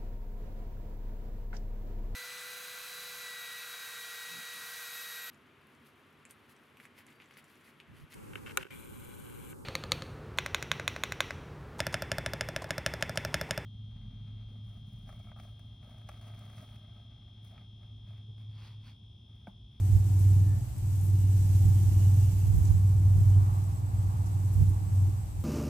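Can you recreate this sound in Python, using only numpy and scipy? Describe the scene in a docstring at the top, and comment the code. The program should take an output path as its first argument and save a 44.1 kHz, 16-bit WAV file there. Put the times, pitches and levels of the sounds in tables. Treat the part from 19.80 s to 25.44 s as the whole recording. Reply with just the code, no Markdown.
"""A breezy river bank. Throughout, a far single-cylinder engine drones over air rumbling on the
microphone, hissing, ticking grass, a pulsing cricket and road murmur from the right. An eddy thumps
the right port at once. From 0.7 s a bird whistles faintly; near 0.9 s the exhaust note fades on the
wind, then swells back. More eddies strike from 1.9 to 3.6 s and near 4.8 s. Toward the end the
engine slows slightly and fades again."""
import sys
import numpy as np
from scipy import signal
from scipy.fft import rfft, irfft, next_fast_len
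from scipy.io import wavfile
from scipy.ndimage import uniform_filter1d

SR = 44100
rng = np.random.default_rng(int(sys.argv[2]) if len(sys.argv) > 2 else 0)


def store_wav(level_fs):
    """Save 16-bit WAV to argv[1]."""
    pcm = np.round(np.clip(np.atleast_2d(level_fs), -1, 1) * 32767)
    wavfile.write(sys.argv[1], SR, pcm.T.astype(np.int16))


N = 248724
T = np.arange(N) / SR

# Traffic flow. Each row: time in seconds, roar level in dB before trim.
TRAFFIC_LEVEL = [(0.0, -62), (0.5, -60.5), (1.0, -63.5), (3.4, -59), (5.2, -59.5), (5.64, -62)]
# Passing vehicles. Each row: peak time in seconds, half length in seconds, roar lift in dB,
# tyre whine in Hz, whine level in dB.
VEHICLES = [(2.05, .3, 1.3, 790, -60), (2.85, 0.078, 2, 810, -62), (3.68, 0.1, 3.5, 850, -59),
            (4.35, 0.14, 2.2, 873, -60), (5.0, 0.32, 0.4, 850, -64)]
# Tyre roar. Each row: frequency in Hz, relative density in dB.
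ROAD_SPECTRUM = [(250, -13), (420, -6.5), (590, -2.5), (780, 6.5), (930, 3), (1150, -13), (1450, -21),
                 (2200, -18.5), (4000, -36)]
# Bird whistles. Each row: peak time in seconds, length in seconds, pitch in Hz, level in dB before pan.
BIRD_CALLS = [(.72, 0.18, 1782, -69), (1.46, 0.22, 2880, -74), (1.989, 0.077, 3145, -69),
              (2.219, 0.16, 2890, -68), (2.441, 0.087, 2810, -68.5), (2.632, 0.074, 2744, -70),
              (3.539, .05, 3098, -68)]
# Breeze in the grass. Each row: time in seconds, hiss level in dB before trim.
BREEZE_LEVEL = [(0.0, -59.5), (0.45, -58), (0.9, -63.5), (1.5, -58), (1.85, -55.5), (2.7, -58.5),
                (3.25, -62), (3.55, -60), (4.1, -65), (4.72, -61.5), (5.05, -64), (5.27, -61), (5.45, -66),
                (5.64, -64.5)]
# Where the grass stirs. Each row: time in seconds, left minus right in dB.
GRASS_PAN = [(0.0, 2), (1.2, 2), (2.1, -1.5), (4.7, 0.5), (5.64, 0.5)]
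# Rubbing blades. Each row: frequency in Hz, relative density in dB.
GRASS_SPECTRUM = [(1200, -5), (2800, -1), (4400, -3.5), (6200, 3), (8400, 4), (9700, -0.5), (11500, 2),
                  (13500, 1), (15500, -1)]
# Steady meadow hiss. Each row: frequency in Hz, relative density in dB.
MEADOW_SPECTRUM = [(500, 8.5), (1800, 0.5), (3300, -2), (4800, -2), (6800, -12), (7500, 3.5), (8050, -1),
                   (8600, -0.5), (9600, -5), (10900, -5), (11400, -1), (11900, -11), (15500, -13)]
# Dry blade flicks. Each row: start in seconds, length in seconds, centre in Hz, left and right in dB.
BLADE_TICKS = [(0.386, 0.019, 10500, -53, -61), (0.978, 0.009, 10050, -51, -66),
               (1.207, 0.011, 9550, -50.5, -63), (1.224, 0.041, 11530, -50.5, -64),
               (2.58, 0.011, 11050, -62, -56), (2.758, 0.0078, 12000, -51, -66),
               (2.78, .008, 12000, -51, -64), (2.847, 0.011, 6700, -58, -50.5),
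               (2.867, 0.011, 6600, -62, -52), (4.455, 0.019, 7200, -70, -52),
               (4.725, .022, 11550, -59, -60), (4.887, 0.013, 10000, -61, -55),
               (5.597, 0.015, 11060, -58, -65)]
# Air rumble. Each row: frequency in Hz, relative density in dB.
RUMBLE_SPECTRUM = [(20, -34), (30, -15), (42, -1), (60, -2.5), (85, 4.5), (115, 2), (150, -15),
                   (210, -25.5), (400, -38.5), (900, -42.5)]
# Eddy thump. Each row: frequency in Hz, relative density in dB.
EDDY_SPECTRUM = [(20, -35), (32, -8), (48, -6), (65, 9), (100, 3), (150, -10.5), (220, -35.5), (400, -39),
                 (900, -59)]
# Right-port eddies. Each row: peak time in seconds, half length in seconds, thump in dB, flutter in dB.
EDDIES = [(.155, .024, -18, -36), (1.87, .028, -22, -32), (2.07, .04, -27, -44), (2.68, .025, -24, -42),
          (2.77, .04, -17.5, -32), (2.90, .022, -18, -38), (2.955, .02, -22, -42), (3.39, .03, -20.5, -40),
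          (3.6, .03, -25, -44), (4.79, .02, -18, -34), (4.82, .018, -25, -26), (4.89, .025, -27, -35)]
# Engine speed. Each row: time in seconds, exhaust note in Hz.
EXHAUST_PITCH = [(0.0, 96.7), (1.05, 97.14), (1.8, 96.1), (4.25, 96.94), (5.64, 95.1)]
# How well the wind carries the engine. Each row: time in seconds, exhaust note level in dB.
WIND_CARRY = [(0.0, -26), (0.19, -22), (0.25, -26), (0.52, -18.5), (0.71, -24), (0.82, -31.5),
              (0.86, -50.5), (1.02, -33), (1.38, -22), (2.45, -20), (2.53, -24.5), (3.52, -20), (4.07, -34),
              (4.19, -26.5), (4.38, -30.5), (4.9, -22), (5.04, -33.5), (5.2, -22.5), (5.28, -25.5),
              (5.51, -43.5), (5.58, -33.5), (5.64, -33)]
# Weaker engine lines. Each row: multiple of the firing rate, mean level in dB.
ENGINE_ORDERS = [(3, -43), (6, -37.5), (7, -49.5), (8, -50.5), (9, -52), (10, -58)]
# Engine block clatter. Each row: centre in Hz, width in Hz, mean level in dB.
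BLOCK_BANDS = [(139, 56, -46), (300.7, 61, -53)]


def undb(db):
    """Decibels to gain."""
    return 10 ** (np.asarray(db) / 20)


def unit(x):
    """Scale to rms 1."""
    return x / np.sqrt(np.mean(x ** 2))


def curves(table):
    """Table columns, linearly interpolated in time."""
    times_s, *columns = np.transpose(table)
    return [np.interp(T, times_s, column) for column in columns]


def swell(peak_s, half_s):
    """Gaussian rise and fall, peak 1."""
    return np.exp(-.5 * ((T - peak_s) / half_s) ** 2)


def shaped(gain_at):
    """Noise of rms 1, spectrum set by a function of frequency."""
    size = next_fast_len(N, True)
    hz = np.maximum(np.arange(size // 2 + 1) * SR / size, 1)
    return unit(irfft(rfft(rng.standard_normal(size)) * gain_at(hz), size)[:N])


def noise(spectrum):
    """Noise through (Hz, dB) points, falling away beyond the ends."""
    hz, db = np.transpose(spectrum)
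    return shaped(lambda f: undb(np.interp(np.log(f), np.log(hz), db))
                  * np.minimum(1, np.minimum(f / hz[0], hz[-1] / f)) ** 2)


def band(hz, width_hz):
    """Noise in a steep-skirted resonance."""
    return shaped(lambda f: 1 / (1 + ((f - hz * hz / f) / (2 * width_hz)) ** 2 * 2))


def walk(rate_hz):
    """Random steps, smoothed twice; rms 1."""
    hold = int(SR / rate_hz)
    steps = np.repeat(rng.standard_normal(N // hold + 1), hold)
    return unit(uniform_filter1d(uniform_filter1d(steps, hold), hold)[:N])


def pan(db):
    """Channel gains for a left minus right level."""
    return undb(np.array([[.5], [-.5]]) * db)


def spread(make, correlation):
    """Stereo noise from mid and side draws."""
    mid = np.sqrt((1 + correlation) / 2) * make()
    side = np.sqrt((1 - correlation) / 2) * make()
    return np.array([mid + side, mid - side])


def road(roar_trim_db=1.7, hiss_trim_db=-2.0, hiss_db_per_db=2.34, left_lag_s=0.00039):
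    """Far tyre roar from the right, brighter as traffic nears; reaches the left port late."""
    level_db, = curves(TRAFFIC_LEVEL)
    level_db += sum(lift_db * swell(peak_s, half_s) for peak_s, half_s, lift_db, _, _ in VEHICLES)
    mean_db = np.mean(level_db)
    roar = spread(lambda: noise(ROAD_SPECTRUM), correlation=0.54) * undb(level_db + roar_trim_db)
    hiss_db = mean_db + hiss_trim_db + hiss_db_per_db * (level_db - mean_db)
    hiss = spread(lambda: band(hz=1087, width_hz=230), correlation=0.85) * undb(hiss_db)
    whine = 0
    for peak_s, half_s, _, hz, whine_db in VEHICLES:
        phase = 2 * np.pi * hz * T
        treads = walk(130) * np.sin(phase) + walk(130) * np.cos(phase)  # many, at nearly one pitch
        whine += treads * undb(whine_db) * swell(peak_s, half_s)
    left, right = roar + hiss + whine
    return np.array([np.interp(T - left_lag_s, T, left), right]) * pan(db=-2.5)


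def bird(blur_hz=230):
    """Short whistles that sag, then lift; half blurred by distance into narrow bands."""
    calls = 0
    for peak_s, length_s, hz, db in BIRD_CALLS:
        along = np.clip(2 * (T - peak_s) / length_s, -4, 4)
        glide = 1 + .025 * along + .03 * (along ** 2 - .5) + 0.017 * walk(70)
        whistle = np.sqrt(2) * np.sin(2 * np.pi * np.cumsum(hz * glide) / SR)
        calls += undb(db) * np.exp(-along ** 2) * (0.73 * whistle + 0.75 * band(hz, blur_hz))
    return calls * pan(db=10.0)


def crickets(stroke_hz=8.98, start_db=-62, end_db=-64.5, scatter_db=2.5):
    """One cricket rasps in uneven strokes; others farther off merge into a thin trill."""
    strokes = (.5 + .5 * np.cos(2 * np.pi * stroke_hz * (T - .07))) ** 2
    rasp = spread(lambda: band(hz=7830, width_hz=180), correlation=0.13)
    near = strokes * rasp * undb(np.linspace(start_db, end_db, N) + scatter_db * walk(9))
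    chorus = spread(lambda: band(hz=8040, width_hz=96), correlation=0) * undb(-70 + 2.5 * walk(17))
    return near + chorus


def grass(trim_db=5.5):
    """Countless blades rub in the breeze, over steady meadow hiss."""
    breeze_db, = curves(BREEZE_LEVEL)
    side_db, = curves(GRASS_PAN)
    blades = np.array([noise(GRASS_SPECTRUM) * undb(walk(400) + 0.99 * walk(24.94)) for _ in range(2)])
    meadow = spread(lambda: noise(MEADOW_SPECTRUM), correlation=0) * undb(-61.5 + 0.44 * walk(5.3))
    return blades * undb(breeze_db + trim_db + .5 * walk(10)) * pan(side_db) + meadow


def blade_ticks():
    """One dry blade flicks past another: quick rise, short scratchy tail."""
    ticks = np.zeros((2, N))
    for start_s, length_s, hz, left_db, right_db in BLADE_TICKS:
        age = np.maximum(T - start_s, 0) / length_s
        envelope = 2 * np.e * age * np.exp(-2 * age)
        ticks += undb([[left_db], [right_db]]) * envelope * band(hz, width_hz=0.45 * hz)
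    return ticks


def wind(rumble_db_per_db=0.12, left_shelter_db=-23.5, window_s=0.043):
    """Air churns on both ports, easing in the lulls that fade the engine; eddies strike the right."""
    carry_db, = curves(WIND_CARRY)
    rumble_db = -34.5 + rumble_db_per_db * (carry_db - np.mean(carry_db)) + 1.6 * walk(7)
    rumble = spread(lambda: noise(RUMBLE_SPECTRUM), correlation=0.78) * undb(rumble_db)
    swirl = noise(EDDY_SPECTRUM)
    # levelled: an eddy's push sets its strength, only its swirl is random
    swirl /= np.sqrt(uniform_filter1d(swirl ** 2, int(SR * window_s)) + 1e-6)
    flutter = band(hz=133, width_hz=39)
    eddies = sum(swell(peak_s, half_s) * (undb(thump_db) * swirl + undb(flutter_db) * flutter)
                 for peak_s, half_s, thump_db, flutter_db in EDDIES)
    return rumble + np.array([undb(left_shelter_db) * eddies, eddies])


def engine(exhaust_order=5, trim_db=-0.02, waver_db=.5, waver_hz=5.99):
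    """About 19 firings a second; the exhaust pipe lifts the fifth multiple far above the rest."""
    note_hz, = curves(EXHAUST_PITCH)
    carry_db, = curves(WIND_CARRY)
    breeze_db, = curves(BREEZE_LEVEL)
    firing_phase = 2 * np.pi * np.cumsum(note_hz / exhaust_order) / SR
    drone = undb(carry_db + trim_db + waver_db * walk(waver_hz)) * np.sin(exhaust_order * firing_phase)
    # moving air fades the lines partly together, partly each alone
    fade_db = carry_db - np.mean(carry_db)
    for order, db in ENGINE_ORDERS:
        line_db = db + 0.4 * fade_db + 1.75 * walk(4.87)
        drone += undb(line_db) * np.sin(order * firing_phase + rng.uniform(0, 2 * np.pi))
    # each firing shakes the block; distance smears the knocks to a throb
    throb = unit(1 + 0.11 * np.cos(firing_phase))
    (low_hz, low_width_hz, low_db), (high_hz, high_width_hz, high_db) = BLOCK_BANDS
    clatter = undb(low_db) * spread(lambda: band(low_hz, low_width_hz), correlation=0.61)
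    clatter += undb(high_db) * spread(lambda: band(high_hz, high_width_hz), correlation=0.32)
    clatter *= undb(0.32 * fade_db + 0.49 * (breeze_db - np.mean(breeze_db)))  # borne on the breeze
    return np.sqrt(2) * drone * pan(db=-1.0) + throb * clatter


def scene():
    """Stereo mix at the bank."""
    return engine() + wind() + road() + grass() + blade_ticks() + crickets() + bird()


def record(dry):
    """Steep elliptic low-pass cuts the top."""
    cutoff_hz = 15480
    return signal.sosfilt(signal.ellip(12, .1, 80, cutoff_hz, fs=SR, output="sos"), dry)


dry = scene()
out = record(dry)
store_wav(out)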